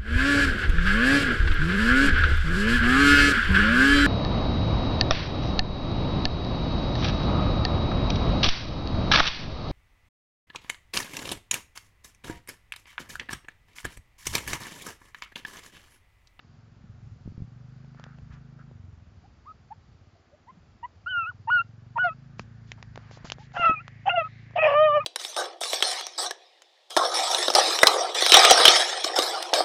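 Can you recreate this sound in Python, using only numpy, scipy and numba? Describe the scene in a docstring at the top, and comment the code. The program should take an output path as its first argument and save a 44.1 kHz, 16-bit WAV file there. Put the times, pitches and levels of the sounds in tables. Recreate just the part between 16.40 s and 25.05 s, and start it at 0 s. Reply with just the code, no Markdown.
"""A small one-cylinder engine revs some way off, as pulses ringing resonances, over leaf hiss and insects (band noise).
Wind rumbles and thumps on a hand-held phone (low noise, damped sines); from 1.4 s stalks snap, as damped tones and
noise, and grass swishes, as band noise. From 2.8 s a hound yips and from 4.7 s it bays, as harmonics with throat noise.
Its voice comes to break between a high note and half that pitch. From 5.8 s the engine's hiss swells and brightens,
and from 6 s harder snaps and more swishes join the bays, which last to the end."""
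import sys
import numpy as np
from scipy import signal
from scipy.fft import rfft, irfft
from scipy.io import wavfile
from scipy.ndimage import uniform_filter1d
from numba import njit

SR = 44100
rng = np.random.default_rng(int(sys.argv[2]) if len(sys.argv) > 2 else 0)


def field_ratio(decibels):
    """Amplitude ratio for a level in dB (20 dB per decade); scalars and array-likes work."""
    return 10 ** (np.asarray(decibels, dtype=float) / 20)


def unload_audio(sound):
    """Save the sound as a 16-bit wav file, at the path given as the first command line argument."""
    columns = np.transpose(np.atleast_2d(sound))
    # keep every value between -1 and 1, then stretch to whole-number steps
    steps = np.round(np.clip(columns, -1, 1) * 32767)
    wavfile.write(sys.argv[1], SR, steps.astype(np.int16))


N = 381465

# Vocal-fold curves, one list a bay: (time [s], high note [Hz], effort [dB], voice break: half note over high note [dB],
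# mouth opening: octave over effort [dB], roughness [0-1])
BAY_CURVES = [
    [(4.66, 1327, -39, -58, -22.5, 0.1), (4.672, 1412, -27.5, -65, -23, 0.04),
     (4.69, 1528, -34, -62, -13, 0.03), (4.71, 1512, -34.5, -65, 0, 0.03),
     (4.75, 1427, -26, -60, -19, 0.02), (4.78, 1397, -23.5, -66, -15, 0.02),
     (4.855, 1286, -34.5, -58, -4.5, 0.05), (4.875, 1418, -32.5, -45, -20, 0.05),
     (4.897, 1483, -32, -53, -25, 0), (4.91, 1326, -45, -60, -48, .08), (4.925, 714, -61, -63, -20, 0.2)],
    [(5.072, 898, -38.5, -58, -34.5, 0), (5.084, 901, -25.5, -61.5, -19, 0.01),
     (5.099, 976, -23.5, -56.5, -28, 0.06), (5.104, 1390, -24.5, -50, -19, 0.01),
     (5.12, 1467, -19.5, -61, -18, 0), (5.14, 1460, -18, -60.5, -29.5, 0.02),
     (5.17, 1434, -19, -31, -21, 0.01), (5.2, 1349, -23, -52, -8.5, 0.03),
     (5.215, 1414, -26, -61, -13.5, 0.03), (5.23, 1293, -64, -59, -16, .05)],
    [(5.556, 950, -38.5, -65.5, -35, .05), (5.568, 954, -23.5, -56, -30.5, 0),
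     (5.58, 874, -27, -34.5, -12, 0.45), (5.587, 1397, -27, -17, -34, 0.24),
     (5.598, 1457, -21.5, -65, -20.5, 0.02), (5.61, 1490, -23.5, -31, -20.5, 0.02),
     (5.63, 1468, -21.5, -29, -27, 0.02), (5.65, 1427, -20, -1.5, -22, 0.01),
     (5.665, 1419, -20.5, -1, -32.5, 0.03), (5.69, 1294, -32, -1.5, -10.5, 0.03),
     (5.705, 1267, -33, -52, -19, 0), (5.735, 1340, -48, -49, -16.5, 0.14)],
    [(7.137, 1570, -45, 19, -34, 0.2), (7.151, 1472, -40, 5.5, -36.5, 0.75),
     (7.165, 1690, -29.5, 16, -42.5, 0.89), (7.175, 1315, -28.5, -3.5, -21, 0.61),
     (7.19, 1415, -31, -7.5, -8, 0), (7.217, 1397, -27, -2, -2, 0.27),
     (7.235, 1329, -20, -12.5, -12.5, 0.1), (7.252, 1357, -19, -15.5, -9, 0.21),
     (7.267, 1332, -15, -19, -15.5, 0.07), (7.285, 1287, -18.5, -16, -19, 0.06),
     (7.3, 1297, -17.5, -20, -11, 0.09), (7.345, 1282, -29.5, -48, -14, 0.08),
     (7.37, 1208, -61, -45.5, 24.5, 0.09), (7.39, 1212, -48, -46, 9, 0.07),
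     (7.41, 1408, -42.5, -45, -16, 0.2), (7.425, 1320, -61, -45, -14, .05)],
    [(7.655, 1528, -31.5, 31, -43, 0.3), (7.67, 1495, -27.5, 21, -10.5, 0.55),
     (7.685, 1644, -12.5, 25.5, -38, 0.08), (7.695, 1374, -30, 10.5, 4, 0.61),
     (7.71, 1434, -24.5, -20, -3, 0), (7.73, 1367, -31, 12, -6.5, 0.03),
     (7.745, 1470, -22, 11.5, -39, 0.05), (7.762, 1410, -30.5, 1.5, 3.5, 0),
     (7.78, 1349, -16, 13.5, -20, 0), (7.8, 1337, -26, -5, -3.5, 0.01), (7.82, 1244, -28.5, 2, -18, .05),
     (7.835, 1265, -36, -42, -15.5, 0), (7.85, 1290, -30.5, -25.5, -17.5, 0.03),
     (7.88, 1262, -42.5, -46.5, -32, 0.2)],
    [(8.153, 1214, -45, 30, -35, 0.05), (8.161, 1364, -19.5, 41, -43, 0.17),
     (8.175, 1425, -24, 36, -17, 0.65), (8.19, 1277, -24, 12, -6, 0.51), (8.21, 1279, -33, -12, 8.5, 0),
     (8.23, 1269, -22, 12.5, -4.5, 0.6), (8.25, 1282, -20, 16.5, -4, 0.43),
     (8.27, 1225, -19, 14, -9.5, 0.67), (8.29, 1121, -17, 3.5, -27, 0.31),
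     (8.307, 1158, -22.5, 9, -22.5, .7), (8.34, 1152, -18, 9, -28, 0.34),
     (8.36, 1186, -17.5, -1.5, -18.5, .04), (8.42, 1241, -14, 7.5, -29.5, 0.01),
     (8.46, 1236, -16.5, 10.5, -14.5, 0.03), (8.5, 1182, -19.5, -5.5, -44.5, 0),
     (8.53, 1164, -21, -4, -26, .02), (8.557, 1217, -18, 2, -22.5, 0.02),
     (8.575, 1186, -16, 7, -25.5, 0.09), (8.595, 1136, -28, 5, -26, 0.01), (8.61, 1246, -28, -34, -8, 0.05),
     (8.635, 1206, -41, -45, -21, 0.2), (8.649, 785, -55, -45, -28, 0.2)],
]
# Short rising yips: (time [s], length [s], first note [Hz], top note [Hz], effort [dB])
YIP_CALLS = [(2.833, 0.036, 660, 860, -53), (3.048, 0.079, 815, 1272, -44), (3.303, 0.031, 742, 952, -34),
             (3.749, 0.027, 680, 685, -61), (3.914, 0.045, 500, 617, -54), (4.06, 0.057, 688, 1043, -47.5),
             (4.427, 0.039, 902, 1014, -33), (6.984, 0.05, 744, 883, -52.5)]
# Throat resonances, each passed twice: (centre [Hz], width of one pass [Hz], level [dB])
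THROAT_RESONANCES = [(700, 320, 15.5), (1160, 110, 4), (1827, 170, 5.5), (2630, 530, 2)]
# Colour of the rasp after the throat: (frequency [Hz], gain [dB])
RASP_COLOUR = [(250, -46), (500, -7), (3150, -1.0), (3600, -17.5), (4300, -13), (5300, -4), (7000, -23.0)]
# Radiation from a small mouth: (frequency [Hz], gain [dB])
MOUTH_RADIATION = [(150, -40), (330, -20), (430, -12), (540, 0), (8000, 0)]
# Engine speed; the boom slides as load and bearing change: (time [s], firing rate [Hz], boom centre [Hz])
ENGINE_SPEED = [(0, 21.3, 105), (.53, 23.2, 109), (.82, 21.5, 111), (1.0, 22.7, 116), (1.45, 26.3, 133),
                (2.3, 26.3, 134), (2.41, 23.1, 94), (2.79, 19, 78), (3.25, 18, 98), (3.85, 15, 91),
                (4.6, 13.7, 92), (5.11, 20.2, 105), (5.39, 23.3, 110), (5.88, 26.9, 128), (6.06, 28.5, 113),
                (6.5, 27.1, 112), (7.15, 26.3, 128), (7.6, 27.1, 116), (7.95, 27.9, 117), (8.65, 28.3, 120)]
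# Boom gain as load and bearing change: (time [s], gain [dB])
ENGINE_BOOM = [(0, -55), (.41, -54.5), (1.06, -46.5), (1.6, -49.5), (2.25, -49.5), (2.46, -48), (2.84, -57),
               (3.35, -64), (3.55, -55), (3.93, -68.5), (4.26, -58.5), (4.41, -58), (4.77, -52),
               (5.45, -47.5), (5.83, -49.5), (6.17, -48), (7.05, -50), (7.66, -48), (8.65, -47.5)]
# Response of the exhaust pipe: (frequency [Hz], gain [dB])
EXHAUST_RESPONSE = [(25, -32), (54, 7.5), (80, -14), (110, -7.5), (160, 4.5), (190, -13), (235, 8),
                    (270, -14.5), (340, -35), (600, -53)]
# Wind rumble before the quick gusts: (time [s], level [dB])
WIND_RUMBLE = [(0, -60), (.38, -56), (.46, -49.5), (.91, -48.5), (1.06, -53), (1.76, -61), (1.83, -55),
               (1.95, -56), (2.05, -62), (2.55, -54.5), (3.28, -56.5), (3.88, -66.5), (4.36, -58.5),
               (4.7, -65.5), (5.9, -66), (6.0, -49), (6.12, -56), (6.8, -52), (6.9, -48), (7.05, -62.5),
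               (8.65, -68.5)]
# Spectrum of the rumble: (frequency [Hz], relative density [dB per Hz])
WIND_SPECTRUM = [(15, -26), (35, -10), (60, -1), (95, 0), (140, -5), (200, -13), (300, -27), (600, -50)]
# Thumps of air and hand on the microphone:
# (time [s], envelope peak [dB], pitch [Hz], rise to the envelope peak, held to at least 0.2 [cycles])
MICROPHONE_THUMPS = [(0.439, -42, 186, 0.92), (0.494, -40, 106, 0.83), (0.859, -31.5, 121, 0.17),
                     (0.876, -25, 168, 0.18), (0.885, -34, 104, 0.28), (0.921, -33, 140, 0.18),
                     (0.978, -26.5, 115, 0.15), (1.003, -30, 135, 0.23), (1.02, -24, 117, 0.27),
                     (1.042, -32.5, 126, 0.42), (1.821, -37, 120, 0.2), (1.93, -41, 85, 0.3),
                     (2.306, -52, 129, 0.16), (4.12, -50, 180, 1), (4.17, -45.5, 177, 1),
                     (4.349, -53, 212, 0.98), (5.997, -29.5, 188, 0.32), (6.845, -30.5, 178, 0.16),
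                     (7.197, -31.5, 133, 0.15), (7.295, -19, 223, 0.24), (7.31, -29.5, 308, 0.62)]
# Dry stalks breaking: (time [s], crack level [dB], ring [Hz], dull knock over crack [dB])
STALK_SNAPS = [(1.446, -47.5, 1470, 6), (1.547, -43, 1450, 3), (1.597, -30, 1530, -1.5),
               (1.64, -28, 1860, -8), (1.665, -43.5, 1370, 10), (1.786, -41, 1500, 2),
               (2.191, -49, 1360, 8), (2.313, -48, 1210, 12), (5.995, -13, 1400, -23),
               (6.318, -18.5, 2170, -52), (6.427, -23.5, 1630, -27), (6.558, -19.5, 1090, -16),
               (6.576, -22.5, 1090, 2), (6.712, -38.5, 2010, 8.5), (6.773, -30.5, 1130, 3),
               (6.872, -34.5, 1530, -9), (6.9, -19.5, 3060, -10), (6.92, -14.5, 3140, -7),
               (6.984, -36.5, 1190, 5.5), (7.12, -38, 1460, -12), (7.195, -34, 650, 15),
               (7.257, -38, 3600, -8), (7.301, -23.5, 750, -0.5), (7.48, -24.5, 1750, -8.5),
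               (8.109, -37.5, 1678, -4), (8.136, -43, 800, 7)]
# Grass brushed aside: (time [s], length [s], level before the envelope [dB], centre [Hz], width of one pass [Hz])
GRASS_SWISHES = [(1.565, .2, -58.5, 1430, 606), (1.904, 0.085, -58, 1340, 910),
                 (1.923, 0.034, -66, 3960, 4000), (2.187, 0.048, -59, 1410, 500),
                 (5.981, 0.056, -61, 3470, 5180), (6.268, 0.076, -65.5, 3500, 4000),
                 (6.374, .04, -58, 960, 800), (6.566, 0.43, -60, 1090, 1520),
                 (6.707, 0.083, -58, 4060, 4480), (6.844, .06, -51.5, 3600, 4860),
                 (6.918, 0.024, -56, 4500, 5000), (6.988, 0.087, -61, 2970, 4430),
                 (7.13, 0.15, -58, 3900, 4950), (7.829, 0.27, -68.5, 3800, 1490),
                 (6.844, 0.022, -44, 700, 900)]
# Spectrum of the far leaves: (frequency [Hz], relative density [dB per Hz])
LEAF_SPECTRUM = [(150, -36.5), (250, -6), (288, -4), (388, -7), (488, -8), (516, -12.5), (554, -9),
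                 (676, -9.5), (737, -8.5), (965, -13.5), (1180, -11), (1540, -15), (7480, -29.5),
                 (9720, -56.5), (16500, -120)]


def hound():
    """Voiced sound as harmonics of the vocal folds, with turbulent air in the throat when the folds are rough."""
    out = np.zeros(N)
    shake, air = walk(350), rng.standard_normal(N)
    flutter = np.array([walk(120) for _ in range(10)])
    patchy = np.array([walk(33) for _ in range(10)])
    rasp = throat_rasp(air)
    breath = level(band(band(air, 800, 55), 800, 70), -39.5)
    for call in [yip(*row) for row in YIP_CALLS] + BAY_CURVES:
        i, (hz, effort_db, break_db, mouth_db, rough) = played(call)
        # the phase runs at the half note; roughness shakes it
        phase = np.pi * np.cumsum(hz * (1 + 0.063 * rough * shake[i])) / SR
        lines = partials(hz, effort_db, break_db, mouth_db)
        voice = np.zeros(len(i))
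        for k, db in enumerate(lines):
            line_db = db
            depth_db = 7 * rough
            if k > 4:
                # above the fifth line the throat lets little through, and that comes and goes
                depth_db = depth_db + 4 + 3 * patchy[k, i]
                line_db = line_db + 20.0 * np.minimum(patchy[k, i], .3)
            line_db = line_db + depth_db * np.tanh(flutter[k, i])
            voice += field_ratio(line_db) * np.cos((k + 1) * phase - 0.31 * k)
        # rough folds close strong-weak-strong and throb every few cycles
        strong_weak = 0.5 * np.cos(phase / 2 + 1.5 * shake[i])
        throb = 0.47 * np.cos(phase / 5 + flutter[0, i])
        voice *= 1 + rough * (strong_weak + throb)
        puffs = 1 + 0.1 * np.cos(phase)  # the rasp pulses gently at the half note
        effort = np.sqrt(sum(field_ratio(2 * db) for db in lines))
        throat_air = effort * (0.65 * rough * puffs * rasp[i] + breath[i])
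        edge = np.minimum(1, np.minimum(i - i[0], i[-1] - i) / (0.0024 * SR))
        out[i] -= edge * (np.sqrt(2) * voice + throat_air)
    return weed_scatter(shape(out, MOUTH_RADIATION))


def yip(s, length, first_hz, top_hz, db):
    """Gliding pitch: a yip climbs towards its top note, swelling as it climbs, and drops away."""
    glide_s, swell_db_per_octave, full_octaves = .045, 42, 0.055  # full voice this far below the top
    rise_s, rise_db, fall_s, fall_db = 0.0052, 13, 0.01, 21.5
    unbroken_db, roughness = -60, 0.057
    age = np.linspace(0, length, num=24)
    hz = first_hz + (top_hz - first_hz) * np.sin(np.pi / 2 * np.minimum(age / glide_s, 1))
    swell_db = swell_db_per_octave * np.maximum(np.log2(top_hz / hz) - full_octaves, 0)
    onset_db = rise_db * np.maximum(1 - age / rise_s, 0)
    ending_db = fall_db * np.maximum(1 - (length - age) / fall_s, 0)
    # the barely open mouth favours an octave near 1956 Hz
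    mouth_db = np.maximum(-12.5 - 90 * np.abs(np.log2(2 * hz / 1956)), -34)
    same = np.ones_like(age)
    effort_db = db - swell_db - onset_db - ending_db
    return np.transpose([s + age, hz, effort_db, unbroken_db * same, mouth_db, roughness * same])


def partials(hz, effort_db, break_db, mouth_db):
    """Harmonic levels over the half note: the voice break shares out the effort, the mouth opening brightens."""
    half_db = effort_db - 10 * np.log10(1 + field_ratio(-2 * break_db))
    high_db = effort_db - 10 * np.log10(1 + field_ratio(2 * break_db))
    octave_db = effort_db + mouth_db
    # upper odd lines need a broken voice: below a break of -13.5 dB they fade
    odd_db = effort_db + 1.3 * np.minimum(break_db + 13.5, 0)
    third_fall_db = 32 * np.maximum(3 / 2 * hz - 1925, 0) / 1e3  # 32 dB per kHz
    third_db = odd_db - 6 + 0.58 * mouth_db - third_fall_db
    throat_top_hz, throat_fall_db_per_khz = 3190, 44.5
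    fifth_db = odd_db - 23 - throat_fall_db_per_khz * np.maximum(5 / 2 * hz - throat_top_hz, 0) / 1e3
    sixth_db = high_db - 34 - throat_fall_db_per_khz * np.maximum(6 / 2 * hz - throat_top_hz, 0) / 1e3
    sixth_db = np.maximum(effort_db - 47, sixth_db)
    return [half_db, high_db, third_db, octave_db, fifth_db, sixth_db,
            odd_db - 56, effort_db - 61, odd_db - 60.5, effort_db - 68.5]


def throat_rasp(air):
    """Turbulence noise filtered by the throat resonances, sputtering at random."""
    spit = field_ratio(2 * walk(200))
    rasp = sum(field_ratio(db) * band(band(air, hz, width), hz, width) for hz, width, db in THROAT_RESONANCES)
    return level(shape(rasp, RASP_COLOUR), 0) * spit


def weed_scatter(x):
    """Diffuse scattering: the surrounding weeds add a short, exponentially decaying noise tail."""
    t60_s, tail_db = .12, -24
    t = np.arange(int(.3 * SR)) / SR
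    tail = rng.standard_normal(len(t)) * np.exp(-np.log(1000) * t / t60_s)
    tail /= np.sqrt(np.sum(tail ** 2))
    return x + field_ratio(tail_db) * signal.fftconvolve(x, tail)[:N]


def engine():
    """Impulse excitation of resonators: firings ring silencer and pipe, while fan and valve gear hiss."""
    (hz, boom_hz), (boom_db,) = whole(ENGINE_SPEED), whole(ENGINE_BOOM)
    # over 1.7 s from 5.8 s the hiss swells and brightens, and the pipe barks less
    turned = np.clip((np.arange(N) / SR - 5.8) / 1.7, 0, 1)
    over_hz = hz - 26.5  # firing rate over full revs; bark and hiss rise with it
    bark_db = -57 + 1.2 * over_hz - 4 * turned
    gear_db = -72 + 0.9 * over_hz + 11.5 * turned
    gear_hz = 1450 + 500 * turned
    turns = np.cumsum(hz) / SR
    pulses = firings(hz, turns)
    boom = sliding_band(sliding_band(pulses, boom_hz, 36.), boom_hz, 50.0)
    bark = shape(pulses, EXHAUST_RESPONSE)
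    gear = sliding_band(sliding_band(rng.standard_normal(N), gear_hz, 640.0), gear_hz, 760.0)
    # the hiss is a little stronger at the start of each cycle
    gear = level(gear, 0) * (0.93 + 0.19 * np.exp(-(turns % 1) / 0.11))
    return field_ratio(boom_db) * level(boom, 0) + field_ratio(bark_db) * level(bark, 0) + field_ratio(gear_db) * gear


def firings(hz, turns):
    """A jittered pulse train, one firing a cycle: nearly steady at speed, lumpy near idle."""
    fired = np.flatnonzero(np.diff(np.floor(turns)))
    chance = rng.standard_normal((400, 2))[:len(fired)]
    uneven = .008 + .12 * np.clip((20 - hz[fired]) / 10, 0, 1)  # timing spread in cycles
    late = (uneven * chance[:, 0] * SR / hz[fired]).astype(int)
    at = np.clip(fired + late, 0, N - 1)
    pulses = np.zeros(N)
    strength_db = (-0.26 + 24 * uneven) * chance[:, 1]
    pulses[at] = field_ratio(strength_db) / np.sqrt(hz[fired])  # offsets the power of a faster train
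    return pulses


def wind():
    """Turbulent pressure at the microphone: gusty low noise, with thumps as damped sines."""
    gusts_db = 2.5 * walk(12)
    rumble = level(shape(rng.standard_normal(N), WIND_SPECTRUM), 0)
    out = rumble * field_ratio(whole(WIND_RUMBLE)[0] + gusts_db)
    t = np.arange(int(.12 * SR)) / SR
    for s, peak_db, hz, cycles in MICROPHONE_THUMPS:
        k = int(s * SR)
        age = t * hz / max(cycles, .2)
        envelope = np.e * age * np.exp(-age)
        out[k:k + len(t)] += field_ratio(peak_db) * np.sin(2 * np.pi * hz * t) * envelope
    return out


def stalks():
    """Brittle fracture: a sharp damped crack, splintering noise that rings on, and a dull knock."""
    out = np.zeros(N)
    t = np.arange(int(0.07 * SR)) / SR
    splinter = rng.standard_normal((len(STALK_SNAPS), len(t)))
    for (s, peak_db, hz, dull_db), noise in zip(STALK_SNAPS, splinter):
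        crack = -np.sin(2 * np.pi * hz * t) * np.exp(-t / 0.00028)
        decay = 1.2 * np.exp(-t / 0.0011) + 0.08 * np.exp(-t / 0.0072)
        splinters = band(noise * decay, hz, 0.5 * hz)
        knock = field_ratio(dull_db) * np.sin(2 * np.pi * 600 * t) * np.exp(-t / 0.00076)
        k = int(s * SR)
        out[k:k + len(t)] += field_ratio(peak_db) * (crack + splinters + knock)
    return out


def grass():
    """Friction noise of rubbing blades: grainy, band-limited swishes that start quicker than they fade."""
    out = np.zeros(N)
    grains = rng.exponential(size=SR // 2 // 50).repeat(50)  # 50 samples a grain
    rub = rng.standard_normal((len(GRASS_SWISHES), SR // 2)) * field_ratio(0.63 * grains)
    for (s, length, db, hz, width), noise in zip(GRASS_SWISHES, rub):
        k, u = int(s * SR), np.linspace(0, 1, int(length * SR))
        swish = level(band(band(noise, hz, width), hz, width), db)[:len(u)]
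        out[k:k + len(u)] += swish * np.sqrt(np.sin(np.pi * u ** 0.61).clip(0))
    return out


def meadow():
    """Superposition of many far sources as noise: gently swelling leaves and a thin band of insects."""
    insects = level(band(rng.standard_normal(N), 4700, 600), -81) * field_ratio(2.4 * walk(6.2))
    leaves = level(shape(rng.standard_normal(N), LEAF_SPECTRUM), -65.5) * field_ratio(0.27 * walk(1.5))
    return leaves + insects


def shape(x, points):
    """Minimum-phase filter through (frequency [Hz], gain [dB]) points, by folding the cepstrum."""
    hz, db = np.transpose(points)
    size = 2 ** 13
    grid = np.maximum(np.arange(size // 2 + 1) * SR / size, 1)
    cepstrum = irfft(np.log(field_ratio(np.interp(np.log(grid), np.log(hz), db))))
    cepstrum[1:size // 2] *= 2
    cepstrum[size // 2 + 1:] = 0
    impulse = irfft(np.exp(rfft(cepstrum)))
    return signal.fftconvolve(x, impulse)[:len(x)]


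def band(x, hz, width):
    """Two-pole resonance of given centre and width [Hz]."""
    return signal.lfilter(*signal.iirpeak(hz, hz / width, fs=SR), x)


@njit
def sliding_band(x, hz, width):
    """State-variable band-pass resonance whose centre moves every sample."""
    y, b, l = np.empty(len(x)), 0., 0.  # b and l: band and low states
    for i in range(len(x)):
        g, k = np.tan(np.pi * hz[i] / SR), width / hz[i]
        v = (b + g * (x[i] - l)) / (1 + g * (g + k))
        b, l, y[i] = 2 * v - b, l + 2 * g * v, k * v
    return y


def level(x, db):
    """Root-mean-square normalisation to a level [dB]."""
    return x * field_ratio(db) / np.sqrt(np.mean(x ** 2))


def walk(rate, size=N):
    """Slow random modulation: levels held 1 / rate [s] and smoothed twice, spread near 1."""
    k = int(SR / rate)
    held = np.repeat(rng.standard_normal(size // k + 1), k)
    return 1.4 * uniform_filter1d(uniform_filter1d(held, k), k)[:size]


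def played(table):
    """Linear interpolation of a curve table over its own span: sample indices and columns."""
    s, *columns = np.transpose(table)
    i = np.arange(int(s[0] * SR), min(int(s[-1] * SR) + 1, N))
    return i, [np.interp(i / SR, s, c) for c in columns]


def whole(table):
    """Linear interpolation of a curve table's columns at every sample of the scene."""
    s, *columns = np.transpose(table)
    return [np.interp(np.arange(N) / SR, s, c) for c in columns]


def scene():
    """Superposition of all sources at one microphone."""
    return (hound() + engine() + wind() + stalks() + grass() + meadow())[None]


def top_cut(x):
    """Nothing passes above the cut-off."""
    return signal.sosfilt(signal.butter(12, 7630, fs=SR, output="sos"), x)


def record(dry):
    """Band limiting: the phone cuts steeply above 7350 Hz with an elliptic low-pass."""
    low_pass = signal.ellip(8, .5, 56, 7350, fs=SR, output="sos")  # order, ripple dB, stop dB, edge Hz
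    mix = signal.sosfilt(low_pass, dry)
    return top_cut(mix)


dry = scene()
out = record(dry)
unload_audio(out)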